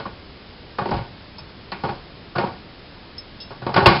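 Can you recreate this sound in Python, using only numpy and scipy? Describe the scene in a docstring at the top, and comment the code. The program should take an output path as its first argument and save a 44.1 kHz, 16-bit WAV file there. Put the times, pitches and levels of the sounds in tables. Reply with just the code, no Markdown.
"""In a quiet, hissy room, gloved hands work a key in the lock of an old iron-clad safe.
Key and levers knock and rattle in short bursts; each touch rings the door, the lock case, its cover
plate and the small steel parts. The key squeaks on dry steel, faintly at 1.4 s and twice after 3 s.
Near 3.9 s the bolt shoots with a loud clack that overloads the dull-sounding recorder."""
import sys
import numpy as np
from scipy.fft import rfft, irfft, next_fast_len
from scipy.io import wavfile

SR = 44100
rng = np.random.default_rng(int(sys.argv[2]) if len(sys.argv) > 2 else 0)


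def unload_wav(signal):
    """Save mono or channel-first audio to the path in sys.argv[1] as 16-bit WAV at rate SR, clipped to [-1, 1]."""
    wavfile.write(
        sys.argv[1],
        SR,
        np.round(np.clip(np.atleast_2d(signal).T, -1, 1) * 32767).astype(np.int16),
    )


N = 176400
T = np.arange(SR) / SR  # one second of time, the length of each single sound
HZ = np.fft.rfftfreq(SR, 1 / SR)
LOUDNESS_S = 0.021  # a contact's level is its energy spread over this time


def amp(db):
    """Turn decibels into a gain."""
    return 10 ** (np.asarray(db) / 20)


def unit(x):
    """Scale a signal to an average (rms) level of 1."""
    return x / np.sqrt(np.mean(x ** 2) + 1e-20)


def along(points, hz):
    """Read a curve of (frequency, value) points on a log frequency axis."""
    freqs, values = np.transpose(points)
    return np.interp(np.log(hz + 1), np.log(freqs + 1), values)


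def filtered(x, response):
    """Give each frequency in x the gain that response(hz) sets."""
    size = next_fast_len(len(x) + 8192)
    return irfft(rfft(x, size) * response(np.fft.rfftfreq(size, 1 / SR)), size)[:len(x)]


def noise(spectrum, size):
    """Noise of level 1, shaped by a spectrum."""
    return unit(filtered(rng.standard_normal(size), lambda hz: amp(along(spectrum, hz))))


def add(track, start, sound):
    """Mix a sound into the track at a start time in seconds."""
    i = max(0, round(start * SR))
    track[i:i + len(sound)] += sound[:len(track) - i]


def room_tone(level_db=-41):
    """Steady low rumble and microphone hiss."""
    # spectrum of rumble and hiss: f/Hz, level/dB
    spectrum = [(12, -40), (20, -3), (26, -5.5), (64, -2.5), (135, -6), (215, -7), (284, -9), (557, -13),
                (656, -15), (930, -17), (1740, -19.5), (1870, -20), (5200, -21.5), (6760, -44),
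                (11400, -120)]
    return amp(level_db) * noise(spectrum, N)


def door_sway(rise_s=.012, t60_s=.25):
    """The pushed door rocks on its hinges with a deep, soft rumble; t60 is the time to fade by 60 dB."""
    # pushes on the door: t/s, level/dB
    pushes = [(0.935, -28.5), (3.868, -25.5)]
    # spectrum of the rumble: f/Hz, level/dB
    spectrum = [(10, -32), (25, -14), (62, -9), (100, -16), (200, -34.5), (500, -79)]
    out = np.zeros(N)
    envelope = (1 - np.exp(-T / rise_s)) * amp(-60 * T / t60_s)
    for start, db in pushes:
        add(out, start, amp(db) * unit(envelope * noise(spectrum, SR)) * np.sqrt(2 * LOUDNESS_S))
    return out


def key_squeaks(pitch_hz=5210, width_hz=21, rise_s=0.002, t60_s=0.082, ring_t60_s=.45):
    """The key slips on dry steel: one high, slightly unsteady tone over a scrape; then it rings faintly."""
    # slips of the key: t/s, length/s, tone/dB, scrape/dB, ring/dB
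    slips = [(1.384, 0.0087, -38, -48, -52), (3.180, 0.0083, -28, -42.5, -53),
             (3.401, 0.024, -36.5, -38, -35.5)]
    # spectrum of the scrape: f/Hz, level/dB
    spectrum = [(500, -44), (2300, -20), (2760, -4), (3050, -5), (3350, 7.5), (4300, 3), (5200, 11),
                (6000, -39)]
    # the key's own ringing tones: f/Hz, level/dB
    key_tones = [(2760, -9), (3340, -15), (3850, -11), (5230, -2.5)]
    out = np.zeros(N)
    onset = np.minimum(T / rise_s, 1)
    for start, length, tone_db, scrape_db, ring_db in slips:
        envelope = amp(-60 * np.maximum(T - length, 0) / t60_s)
        drift = np.cumsum(rng.standard_normal(SR)) * np.sqrt(2 * np.pi * width_hz / SR)
        tone = amp(tone_db) * np.sqrt(2) * np.sin(2 * np.pi * pitch_hz * T + drift)
        ringing = sum(amp(db) * np.sin(2 * np.pi * (hz * T + rng.random())) for hz, db in key_tones)
        ringing *= amp(ring_db - 60 * T / ring_t60_s)
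        scrape = amp(scrape_db) * noise(spectrum, SR)
        add(out, start, onset * (ringing + envelope * (tone + scrape)))
    return out


def levers(pitch_spread=.06):
    """A lever snaps home with a short ping of five close tones."""
    # lever snaps: t/s, f/Hz, level/dB, t60/s
    snaps = [(0.055, 1104, -28, 0.078), (0.786, 1131, -12.5, 0.042), (0.908, 4950, -32, 0.033),
             (1.384, 4720, -35.5, 0.065), (1.385, 906, -38, .09), (1.7175, 4250, -31, .08),
             (1.7197, 2450, -39.5, 0.21), (1.720, 924, -21.5, 0.057), (1.722, 1820, -31, 0.1),
             (2.383, 4460, -33, .03), (2.437, 926, -16.5, 0.068), (3.743, 4950, -16.5, 0.016),
             (3.859, 2625, 0.5, 0.017)]
    out = np.zeros(N)
    for start, hz, db, t60 in snaps:
        offsets = np.linspace(-1, 1, 5) + rng.uniform(-0.075, 0.56, size=5)
        tones_hz = hz * (1 + pitch_spread * offsets)
        ping = np.sin(2 * np.pi * (tones_hz[:, None] * T + rng.random((5, 1)))).sum(axis=0)
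        add(out, start, amp(db - 60 * T / t60) * unit(ping))
    return out


def part_response(tones, bed):
    """How a part answers a tap at each frequency: its strong tones over a bed of weaker ones."""
    peaks = sum(amp(db) ** 2 / (1 + (2 * (HZ - hz) / width) ** 2) ** 1.57 for hz, width, db in tones)
    power = amp(along(bed, HZ)) ** 2 + peaks
    # set the phases so that the part rings after the tap, never before it
    cepstrum = irfft(np.log(power) / 2)
    return np.exp(rfft(cepstrum * (1 + np.sign(T)) * (T < .5)))


def contact(response, rise_s, rattle_t60, room_db, room_t60, touch_db=-14, room_rise_s=0.0094):
    """One knock on one part: a sharp touch, a rattle and the room's echo, all coloured by the part."""
    rattle, echo = rng.standard_normal((2, SR))
    swell = 1 - np.exp(-(T / rise_s) ** 2)
    rattle = unit(rattle * swell * amp(-60 * T / rattle_t60))
    touch = amp(touch_db) * unit(1. 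* (T == T[round(rise_s * SR)]))
    echo = echo * swell * amp(-60 * T / room_t60) * (1 - np.exp(-T / room_rise_s))
    near = irfft(rfft(rattle + touch) * response)
    far = irfft(rfft(echo) * response)
    return unit(unit(near) + amp(room_db) * unit(far)) * np.sqrt(LOUDNESS_S)


def lock():
    """Key, levers and bolt strike inside the lock; each contact rings four parts of the safe."""
    # contacts: t/s, rise/s, door thump/dB, case knock/dB, plate clank/dB, steel click/dB
    contacts = [ (0.000, 0.0007, -37.5, -30, -35, -37), (0.053, .006, -37.5, -30, -35, -45),
                (0.783, .003, -41.5, -22.5, -24, -33), (0.809, 0.0037, -29, -27, -30, -46),
                (0.856, .001, -36, -22, -53, -37), (0.884, .006, -58, -25.5, -58, -38),
                (0.910, 0.0048, -29, -18.5, -27.5, -35), (0.934, 0.0051, -33, -24, -41, -34),
                (0.962, 0.0043, -23, -48, -36, -38.5), (0.984, 0.0026, -33, -31.5, -45, -55),
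                (1.018, .004, -50, -57, -44, -64), (1.385, 0.0031, -57, -47, -50.5, -46.5),
                (1.7187, 0.00071, -70, -29.5, -31.5, -33), (1.835, 0.002, -31, -21, -29.5, -34.5),
                (1.848, 0.0028, -29.5, -22.5, -35, -38), (1.884, 0.008, -33, -24, -33, -36.5),
                (1.918, .004, -33, -48, -45, -52), (2.350, 0.01, -25, -26, -23, -34.5),
                (2.381, .002, -29, -17.5, -24, -27.5), (2.406, 0.0031, -33, -24.5, -42, -43),
                (2.435, 0.0012, -45, -20.5, -34.5, -44.5), (2.468, 0.0025, -31, -37, -37, -41),
                (3.503, .005, -44.5, -33.5, -37.5, -44), (3.615, 0.0057, -30, -33, -36.5, -43),
                (3.664, 0.0019, -31, -20.5, -32.5, -33.5), (3.688, 0.0027, -33, -24.5, -35, -45),
                (3.7403, 0.0015, -31, -26, -23.5, -25.5), (3.757, .009, -20, -14.5, -12.5, -18.5),
                (3.777, 0.0054, -23.5, -11.5, -17.5, -38), (3.815, 0.016, -21.5, -17.5, -25.5, -34.5),
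                (3.8585, 0.00083, -17, -9, -9, -9), (3.864, .002, -14.5, -11, -11, -26.5),
                (3.905, 0.018, -38, -18, -24, -40), (3.950, 0.011, -29, -20, -32.5, -24.5)]
    # strong ringing tones of each part: f/Hz, width/Hz, level/dB
    door = [(75, 21, -4.5), (103, 19, -12), (141, 9.3, -3.5), (196, 26, -1)]
    case = [(192.4, 16, 0.5), (353, 30, -1.5), (394, 28, -2.5), (445, 22, -6.5), (553, 35, -3.5),
            (729.6, 28, -2.5), (816, 34, -1.5), (911.3, 38, -1.5), (950, 51, -11.5)]
    plate = [(1120, 59, 0), (1132, 85, -3), (1204, 54, -9), (1436, 98, -4.5), (1469, 69, -2.5),
             (1523, 12, -13.5), (1645, 96, -10), (1823, 25, -8)]
    steel = [(2240, 20, -17), (2174, 17, 8.5), (2320, 14, 2), (2455, 92, 0), (2630, 36, -7.5),
             (3260, 60, -32.5), (4044, 77, -7), (4950, 600, -12)]
    # the bed of weaker tones between them: f/Hz, level/dB
    door_bed = [(20, -30), (55, -1.5), (130, 16), (230, -6), (400, -25.5), (1000, -79)]
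    case_bed = [(40, -34.5), (140, -10), (220, -5.5), (290, -12), (500, -10.5), (900, -10), (1100, -13.5),
                (1600, -26), (5000, -50)]
    plate_bed = [(200, -56.5), (700, -5.5), (1000, -10.5), (1320, -15), (1550, -15.5), (1900, -24),
                 (3000, -31), (5500, -33.5)]
    steel_bed = [(400, -39.5), (1500, -2.5), (2000, -2.5), (2700, -1.5), (3100, -2.5), (3650, -5.5),
                 (4400, -3), (5200, -8), (6000, -13)]
    parts = [(part_response(door, door_bed), dict(rattle_t60=.06, room_db=-5, room_t60=.42)),
             (part_response(case, case_bed), dict(rattle_t60=.075, room_db=-4, room_t60=.36)),
             (part_response(plate, plate_bed), dict(rattle_t60=.1, room_db=-5, room_t60=.42)),
             (part_response(steel, steel_bed), dict(rattle_t60=.092, room_db=-1.5, room_t60=.43))]
    out = np.zeros(N)
    for start, rise_s, *levels in contacts:
        for db, (response, decay) in zip(levels, parts):
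            add(out, start, amp(db) * contact(response, rise_s, **decay))
    return out


def scene():
    """Lock, key, door and room at one microphone."""
    return (lock() + levers() + door_sway() + key_squeaks() + room_tone())[None]


def record(dry, input_limit=1.22, top_hz=16000):
    """The recorder squashes the loudest clack and cuts the treble; what overshoots clips with a crack."""
    # the recorder's steep treble cut: f/Hz, gain/dB
    treble_cut = [(5100, -1), (5320, -5), (5450, -10), (5580, -39), (5720, -78.5), (6000, -100)]
    squashed = dry[0] / (1 + np.abs(dry[0] / input_limit) ** 10) ** (1 / 10)
    dull = filtered(squashed, lambda hz: amp(along(treble_cut, hz)))
    clipped = np.clip(dull, -1, 1)
    return filtered(clipped, lambda hz: 1 / (1 + (hz / top_hz) ** 40))[None]


dry = scene()
out = record(dry)
unload_wav(out)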